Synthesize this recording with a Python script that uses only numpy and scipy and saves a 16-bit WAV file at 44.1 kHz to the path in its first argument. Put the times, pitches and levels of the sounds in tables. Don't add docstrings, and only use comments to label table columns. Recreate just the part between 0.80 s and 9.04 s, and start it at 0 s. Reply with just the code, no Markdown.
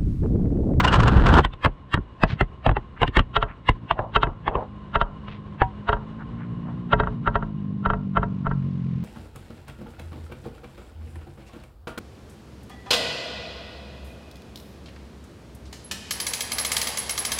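import sys
import numpy as np
from scipy import signal
from scipy.fft import rfft, irfft
from scipy.io import wavfile
from scipy.ndimage import uniform_filter1d

SR = 44100
rng = np.random.default_rng(int(sys.argv[2]) if len(sys.argv) > 2 else 0)


def dump(signal):
    limited = np.clip(np.atleast_2d(signal).T, -1, 1)
    pcm = np.round(limited * 32767).astype(np.int16)
    wavfile.write(sys.argv[1], SR, pcm)


N = 363384
TIME = np.arange(N) / SR
KNOCK_TIME = np.arange(-3000, 7000) / SR
LAND_S = 0.001197
THROTTLE_SHUT = np.clip((TIME - 6.6) / 0.1, 0, 1)


# (time [s], clack level [dB],
# thud level [dB], body level [dB], crack level [dB], ring frequency [Hz], ping frequency [Hz])
BLOWS = [(0.648, -11, -22.5, -23.5, -24.5, 1500, 3180), (0.735, -34, -44, -45, -42, 1030, 3580),
         (0.847, -8, -21, -19, -23.5, 1004, 3220), (0.858, -6.5, -19.5, -18.5, -27, 954, 2540),
         (1.14, -8.5, -22, -25, -21.5, 1320, 2780), (1.174, -21, -24, -33, -55, 1410, 2760),
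         (1.434, -7.5, -19.5, -14, -21, 214, 2586), (1.609, -6.5, -19.5, -20, -23.5, 283, 2720),
         (1.863, -13, -19.5, -13.5, -26.5, 643, 2740), (1.892, -11.5, -20.5, -22.5, -33, 756, 2580),
         (1.913, -25, -19.5, -28, -43, 248, 2790), (1.967, -14.5, -28, -24, -35.5, 840, 2720),
         (2.217, -21, -23.5, -20, -27, 466, 2170), (2.23, -9, -21, -16.5, -23, 710, 2900),
         (2.277, -33, -26.5, -39, -28.5, 285, 2840), (2.368, -7.5, -16.5, -17, -17.5, 210, 2170),
         (2.392, -7, -19.5, -24, -21.5, 1340, 2900), (2.89, -6, -17.5, -18, -18, 1030, 2840),
         (3.11, -6, -31, -19.5, -25.5, 683, 2810), (3.191, -17.5, -32, -22.5, -41, 598, 2730),
         (3.469, -22, -29, -35, -52, 417.3, 2120), (3.678, -8.5, -31, -21.5, -29, 820, 2050),
         (3.753, -13.5, -28.5, -24.5, -39.5, 1027, 2650), (4.481, -33, -39, -41, -44, 1040, 2880),
         (4.817, -5.5, -24, -16.5, -27, 828, 2620)]
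BLOW_EDGES = [20, 200, 800, 2000, 5000, 16000]
# (frequency [Hz], gain [dB])
BLOW_RESPONSE = [(20, -2), (110, -22), (480, -9), (710, -7.5), (1050, 3), (1300, -1.5), (1770, -3.5),
                 (2400, -16), (2860, -13), (3700, -24.5), (4700, -39.5), (6200, -56.5), (8300, -55),
                 (9800, -65.5), (16000, -87)]
def tumble(click=9, rise_s=0.011, lead=0.72, fizz_growth=1.48, fizz_fade_db_per_s=3.5):
    t, out = KNOCK_TIME, np.zeros(N)
    hz = bins(t)
    for s, clack_db, thud_db, body_db, crack_db, ring_hz, ping_hz in BLOWS:
        ripple_db = 4 * np.interp(hz, np.arange(0, 16000, 130), rng.standard_normal(124))
        spot = read(BLOW_RESPONSE, hz) * amp(ripple_db)
        noise = rng.standard_normal(len(t))
        contact = click * (t == 0) * rng.choice([-1, 1]) + 1.2 * noise * dying(0.0021)
        sound = sized(thud(hz=42, decay_s=0.024, rattle=1.4), thud_db + 1)
        sound += ring(ring_hz, body_db - 9.5, t60=0.042) + ring(ping_hz, crack_db - 11.5, t60=0.019)
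        fizz_db = fizz_growth * crack_db - 7 - fizz_fade_db_per_s * s
        # (level [dB], contact weight, decay time [s], swell weight)
        parts = [(body_db - 8.5, 0.9, 0.012, 0.13),
                 (clack_db - 20, 0.83, 0.0089, 0.4),
                 (crack_db - 9.5, 0.85, 0.011, 0.6),
                 (fizz_db, 0.6, 0.004, 0.3)]
        for (db, sharp, decay_s, ahead), lo, hi in zip(parts, BLOW_EDGES[1:], BLOW_EDGES[2:]):
            drive = sharp * contact + noise * (0.47 * dying(decay_s) + lead * ahead * swell(rise_s))
            sound += sized(irfft(rfft(drive) * spot * band(hz, lo, hi)), db)
        add(out, s + LAND_S + t[0], sound)
    return out


def thud(hz, decay_s, rattle):
    t = KNOCK_TIME
    flex = np.cos(2 * np.pi * hz * rng.uniform(0.78, 1.1) * t) * (dying(decay_s) - dying(0.0034))
    shake = rng.standard_normal(len(t)) * (dying(0.01) - dying(0.0037))
    # (frequency [Hz], gain [dB])
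    mount = [(8, -27.5), (40, -0.5), (130, -2), (200, -12), (400, -16), (1500, -68.5), (5000, -130)]
    return unit(flex) + rattle * unit(colour(shake, mount))


def ring(hz, db, t60, rise_s=0.0068, corner_hz=1500, attack_s=0.00054):
    t = KNOCK_TIME
    tail = dying(t60 / np.log(1000)) * (1 - np.exp(-(t / attack_s) ** 2))
    lead = 0.8 * hz / (hz + corner_hz) * swell(rise_s)
    waver = uniform_filter1d(wander(hz / 12, len(t)), size=40)
    return sized(np.sin(2 * np.pi * hz * t + waver) * (tail + lead), db)


# (frequency [Hz], level [dB], 60 dB decay time [s])
HOLLOW_MODES = [(44.3, -22, .095), (117, -22, .14), (762, -25, 0.15), (955, -25.5, .16), (1990, -39, .027)]
def hollow(struck_s=4.818, attack_s=0.00055):
    t, out = KNOCK_TIME, np.zeros(N)
    for hz, db, t60 in HOLLOW_MODES:
        envelope = dying(t60 / np.log(1000)) - dying(attack_s)
        add(out, struck_s + t[0], sized(np.sin(2 * np.pi * hz * t) * envelope, db))
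    return out


# (time [s], relative strength [dB])
TAPS = [(2.564, -5.5), (2.625, -9.5), (3.36, -3.5), (3.43, -6), (4.155, -6), (4.212, -7), (5.09, -6.5),
        (5.128, -9), (5.166, -28.5), (6.13, -2.5), (6.198, -8), (6.233, -17.5), (6.271, -16), (6.474, -7),
        (6.554, -8), (6.624, -20), (7.058, -8.5), (7.1, -9.5), (7.133, -15), (7.37, -6), (7.429, -13),
        (7.666, -13.5), (7.711, -19)]
# (frequency [Hz], relative level [dB], 60 dB decay time [s])
FAIRING_MODES = [(428.3, -17, 0.12), (599, -17, 0.063), (683, -13, 0.063), (890, -24.5, 0.018),
                 (951.4, -15.5, 0.098), (1091, 0, 0.0094), (1226, 4, 0.0089), (1345, -5, 0.035),
                 (1577, -14.5, 0.059), (1687, -12.5, 0.03), (1886, -13.5, 0.045), (2067, -15.5, 0.04),
                 (2620, -11.5, 0.052), (2964, 4, 0.012), (3140, -14, 0.062), (3766, -6.5, 0.028)]
# (frequency [Hz], gain [dB])
TAP_CRACK = [(900, -63), (2000, -0.5), (2450, -8), (2750, 5), (3100, -0.5), (3800, -3.5), (4300, -14),
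             (5200, -28), (8000, -37.5), (10500, -48.5), (16000, -67)]
def taps(rise_s=0.0076, land_s=0.0018, crack_growth=1.73, thud_growth=0.6, dulling_db_per_s=3):
    t, out = KNOCK_TIME, np.zeros(N)
    hz = bins(t)
    rebounds = np.diff([s for s, _ in TAPS], prepend=0) < 0.1
    for (s, strength), rebound in zip(TAPS, rebounds):
        panel = sum(amp(db + 2 * rng.standard_normal()) * np.sin(2 * np.pi * f * t)
                    * dying(t60 / np.log(1000)) for f, db, t60 in FAIRING_MODES)
        panel *= 1 - dying(0.00067)
        panel_noise = abs(rfft(panel)) * rfft(rng.standard_normal(len(t)))
        swell_gain = amp(-7 * rebound)
        lead = unit(irfft(panel_noise * band(hz, 860, 9000, order=2)) * swell(rise_s))
        linger = unit(irfft(panel_noise * band(hz, 210, 630, order=2)) * dying(0.056))
        vibration = unit(panel) + amp(-6) * swell_gain * lead + amp(-17) * linger
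        clack = sized(irfft(rfft(vibration) * band(hz, 330, 1800, order=8)), strength - 14)
        chatter = rng.standard_normal(len(t))
        chatter *= dying(0.002) + 0.43 * dying(0.0064) + swell_gain * swell(rise_s)
        crack = 1.03 * unit(colour(vibration, TAP_CRACK)) + unit(colour(chatter, TAP_CRACK))
        crack_db = -20 + crack_growth * strength - dulling_db_per_s * (s - TAPS[0][0])
        case_ping = ring(hz=3180, db=crack_db - 8, t60=0.03)
        mount = sized(thud(hz=43.4, decay_s=0.032, rattle=0.71), thud_growth * strength - 20.5)
        add(out, s + land_s + t[0], clack + sized(crack, crack_db) + case_ping + mount)
    return out


# (frequency [Hz], level [dB])
GRIND_SPECTRUM = [(60, -31), (200, -2.5), (400, -5.5), (630, -8), (1050, -9), (1480, -8.5), (2250, -27.5),
                  (2950, -24), (4000, -32), (5500, -45), (8500, -52.5), (10000, -62.5), (16000, -80)]
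def slide(steady_db=-24, dig_db=15, dig_s=0.069, lift_s=0.594, lift_db_per_s=900):
    db = steady_db + dig_db * np.exp(-abs(TIME - lift_s) / dig_s)
    db -= lift_db_per_s * np.maximum(TIME - lift_s, 0)
    scratches = grit(per_s=5000, spread_db=2.1) * amp(3 * wander(130.3))
    stones = 0.43 * grit(per_s=320, spread_db=3.8)
    return unit(colour(scratches + stones, GRIND_SPECTRUM)) * amp(db)


# (time [s], burst level [dB], ring frequency [Hz])
SNAGS = [(0.0034, -14.5, 1386), (0.0477, -11.5, 1010), (0.0818, -16.5, 2840), (0.1284, -17.5, 1045),
         (0.1405, -14, 1047), (0.159, -19.5, 1060), (0.2029, -19, 1120), (0.234, -20, 990),
         (0.2814, -16, 1028), (0.4668, -19, 1077), (0.4897, -22, 1560), (0.5406, -15.5, 937),
         (0.585, -19, 955)]
# (frequency [Hz], level [dB])
SNAG_SPECTRUM = [(200, -23), (600, -7.5), (1100, 3), (1500, 3), (2250, -9), (2950, -5.5), (4000, -16),
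                 (5500, -22), (8300, -29), (10000, -49.5), (16000, -62)]
def snags(grip_s=0.0054):
    bursts = sum(amp(db) * np.exp(-abs(TIME - s - LAND_S) / grip_s) for s, db, _ in SNAGS)
    out = unit(colour(grit(per_s=6000, spread_db=2.8), SNAG_SPECTRUM)) * bursts
    for s, db, hz in SNAGS:
        add(out, s + LAND_S + KNOCK_TIME[0], ring(hz, db - 11, t60=0.047))
    return out


# (peak time [s], duration [s], level [dB], centre frequency [Hz], half-width [octaves])
RUBS = [(1.511, 0.059, -36.5, 2400, 3), (1.526, 0.066, -24.5, 110, .84), (2.176, 0.02, -43, 1390, 0.77),
        (2.705, 0.05, -42.5, 1398, 0.8), (3.223, .11, -32.5, 720, 0.52), (3.489, 0.038, -39.5, 816, .5),
        (3.682, 0.035, -30, 600, 0.57), (3.772, 0.13, -28.5, 600, 0.73), (4.52, 0.096, -46.5, 1500, 1.85),
        (5.415, 0.045, -41.5, 1120, 0.62), (5.619, 0.072, -47, 1250, 0.84), (5.89, 0.077, -44, 790, 0.86)]
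def rubs():
    t, out = np.arange(-8192, 8192) / SR, np.zeros(N)
    hz = bins(t)
    grains = grit(per_s=3000, spread_db=1.8)
    for s, length_s, db, centre_hz, octaves in RUBS:
        stroke = grains[round(s * SR):][:len(t)]
        resonance = band(hz, 20, 3900) / (1 + (np.log2(hz / centre_hz) / octaves) ** 4)
        envelope = amp(db) * np.exp(-(2 * t / length_s) ** 2)
        add(out, s + t[0], unit(irfft(rfft(stroke) * resonance)) * envelope)
    return out


def grit(per_s, spread_db):
    sizes = amp(spread_db * np.minimum(rng.exponential(1, N), 4))
    return unit(rng.standard_normal(N) * sizes * (rng.random(N) < per_s / SR))


# (frequency [Hz], level [dB])
BUFFET_SPECTRUM = [(5, -43), (28, 4), (60, 5), (130, -1.5), (220, -10), (350, -20), (700, -39.5),
                   (2000, -98), (6000, -130)]
def wind(start_db=-29, full_db=-14.5, rise_s=0.19, drop_s=0.555, drop_db_per_s=164):
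    db = np.interp(TIME, [0, rise_s], [start_db, full_db]) - drop_db_per_s * np.maximum(TIME - drop_s, 0)
    return unit(colour(rng.standard_normal(N), BUFFET_SPECTRUM)) * amp(db)


# (time [s], firing rate [Hz], level [dB])
FALLING_RUN = [(0, 64, -20), (.12, 59, -27.5), (.22, 57, -19), (.33, 65, -20), (.45, 67, -25),
               (.55, 84, -15.5), (.6, 71, -21), (.66, 82, -57)]
# (frequency [Hz], gain [dB])
FALLING_PIPE = [(5, -55.5), (30, -1), (70, 8), (140, 4.5), (240, -0.5), (500, -22), (1500, -62.5),
                (5000, -130)]
def falling_bike():
    return exhaust(*running(FALLING_RUN), FALLING_PIPE, rough=0.5, limp=0.13)


def exhaust(hz, db, pipe, rough, limp):
    firings = np.flatnonzero(np.diff(np.floor(np.cumsum(hz) / SR)))
    chance = rng.standard_normal(N)[:len(firings)]
    pulses = np.zeros(N)
    pulses[firings] = 1 + rough * chance + limp * (-1) ** np.arange(len(firings))
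    dispersion = np.exp(-1j * (bins(pulses) / 85) ** 2)
    putter = irfft(rfft(pulses) * read(pipe, bins(pulses)) * dispersion)
    return unit(putter) * amp(db + 2.4 * wander(5.6))


# (time [s], firing rate [Hz])
NEAR_RUN = [(3.5, 55.3), (4, 51), (4.5, 51.4), (5.05, 51.4), (5.6, 57.8), (6.2, 60.2), (6.55, 55),
            (6.78, 50.2), (7.2, 48.6), (7.7, 46.9), (8.24, 42.8)]
# (harmonic number, relative level [dB])
NEAR_HARMONICS = [(2, -14), (3, 1.5), (4, -2.5), (5, -10.5), (6, -17.5), (7, -24.5)]
# (frequency [Hz], gain [dB])
NEAR_PIPE = [(5, -75.5), (45, -23.5), (90, -9.5), (125, 7), (160, 3), (200, -4), (250, -16), (320, -21),
             (450, -22.5), (600, -36), (900, -46), (2000, -72), (5000, -130)]
# (frequency [Hz], level [dB])
RASP_SPECTRUM = [(300, -39.5), (1100, -1.5), (2300, -2), (4000, -9), (6000, -18.5), (9000, -28),
                 (11000, -42), (16000, -63.5)]
def near_bike(from_s=3.13, fade_s=0.72, approach_db_per_s=4, rev_db_per_hz=0.26, boom_db=4):
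    hz, = curves(NEAR_RUN)
    db = -42.5 + approach_db_per_s * (TIME - from_s) + rev_db_per_hz * (hz - hz.mean())
    cycles = np.cumsum(hz) / SR + 0.028 * wander(25)
    harmonics = sum(amp(level + 1.6 * wander(14)) * np.cos(2 * np.pi * k * cycles)
                    for k, level in NEAR_HARMONICS)
    drone = unit(harmonics) * amp(db - 4 + boom_db * THROTTLE_SHUT)
    puffs = rng.standard_normal(N) * (0.5 + np.exp(-(cycles % 1) / 0.27))
    rasp_db = -59 + 3.3 * (db - db.max())
    rasp = unit(colour(puffs, RASP_SPECTRUM)) * amp(rasp_db)
    putter = exhaust(hz, db - 4, NEAR_PIPE, rough=0.79, limp=0.3)
    return (drone + putter + rasp) * np.clip((TIME - from_s) / fade_s, 0, 1)


# (time [s], firing rate [Hz], level [dB])
FAR_RUN = [(.6, 65, -58), (.95, 67, -54), (1.3, 56.5, -48), (2.1, 67, -47), (2.7, 59, -45),
           (3.4, 55, -40.5), (4, 51, -46.5), (4.8, 26, -62.5)]
# (frequency [Hz], gain [dB])
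FAR_PIPE = [(5, -52), (30, -15.5), (60, 2), (120, 4), (190, -1), (300, -9), (600, -34.5), (1500, -60),
            (5000, -130)]
def far_bike():
    return exhaust(*running(FAR_RUN), FAR_PIPE, rough=0.43, limp=0.16)


# (frequency [Hz], level [dB])
AIR_SPECTRUM = [(20, -2), (60, 21), (200, 8), (400, 4), (750, -3.5), (1400, -7), (2000, -12.5),
                (2500, -15.5), (3800, -19), (4600, -29), (6000, -35.5), (9000, -40.5), (11000, -64.5),
                (16000, -66.5)]
# (frequency [Hz], width [Hz], gain [dB])
CASE_RESONANCES = [(1053, 110, 16), (2130, 54, 0.5), (2900, 130, 10.5), (4210, 130, 2.5)]
def air(base_db=-45.5, swell_at_s=5.3, swell_width_s=1.5):
    noise = rng.standard_normal(N)
    hz = bins(noise)
    case = amp(sum(db / (1 + (2 * (hz - f) / width) ** 2) for f, width, db in CASE_RESONANCES))
    wash = unit(irfft(rfft(noise) * read(AIR_SPECTRUM, hz) * case))
    swell_db = 4 * np.exp(-((TIME - swell_at_s) / swell_width_s) ** 2)
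    thinning_db = -2.5 * THROTTLE_SHUT
    return wash * amp(base_db + swell_db + thinning_db + 1.5 * wander(27))


def amp(db):
    return 10 ** (np.asarray(db) / 20)


def unit(x):
    return x / np.sqrt(np.mean(x ** 2) + 1e-20)


def sized(x, db):
    return amp(db) * x * np.sqrt(0.04 * SR / (np.sum(x ** 2) + 1e-20))


def bins(x):
    return np.fft.rfftfreq(len(x), 1 / SR) + 1e-3


def read(points, hz):
    f, db = np.transpose(points)
    return amp(np.interp(np.log(hz), np.log(f), db))


def colour(x, points):
    return irfft(rfft(x) * read(points, bins(x)), len(x))


def band(hz, lo_hz, hi_hz, order=6):
    return 1 / (1 + (lo_hz / hz) ** order) / (1 + (hz / hi_hz) ** order)


def curves(rows):
    s, *columns = np.transpose(rows)
    return [np.interp(TIME, s, c) for c in columns]


def running(rows):
    hz, db = curves(rows)
    return hz, np.where((TIME >= rows[0][0]) & (TIME <= rows[-1][0]), db, -120)


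def wander(per_s, size=N):
    knots = rng.standard_normal(8192)
    return np.interp(np.arange(size) * per_s / SR, np.arange(len(knots)), knots)


def swell(rise_s, release_s=0.0007):
    ahead = np.maximum(-KNOCK_TIME, 0)
    return np.exp(-ahead / rise_s) * (1 - np.exp(-(ahead / release_s) ** 2))


def dying(decay_s):
    return np.exp(-abs(KNOCK_TIME) / decay_s) * (KNOCK_TIME >= 0)


def add(mix, s, sound):
    at = round(s * SR)
    part = mix[max(at, 0):max(at + len(sound), 0)]
    part += sound[max(-at, 0):][:len(part)]


def scene():
    engines = falling_bike() + far_bike() + near_bike()
    return (engines + wind() + slide() + snags() + tumble() + hollow() + taps() + rubs() + air())[None]


def record(dry, cutoff_hz=15800):
    limited = dry / (1 + dry ** 8) ** (1 / 8)
    low_pass = signal.firwin(511, cutoff_hz, window=("kaiser", 9), fs=SR)
    return signal.oaconvolve(limited, low_pass[None], "same")


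dry = scene()
out = record(dry)
dump(out)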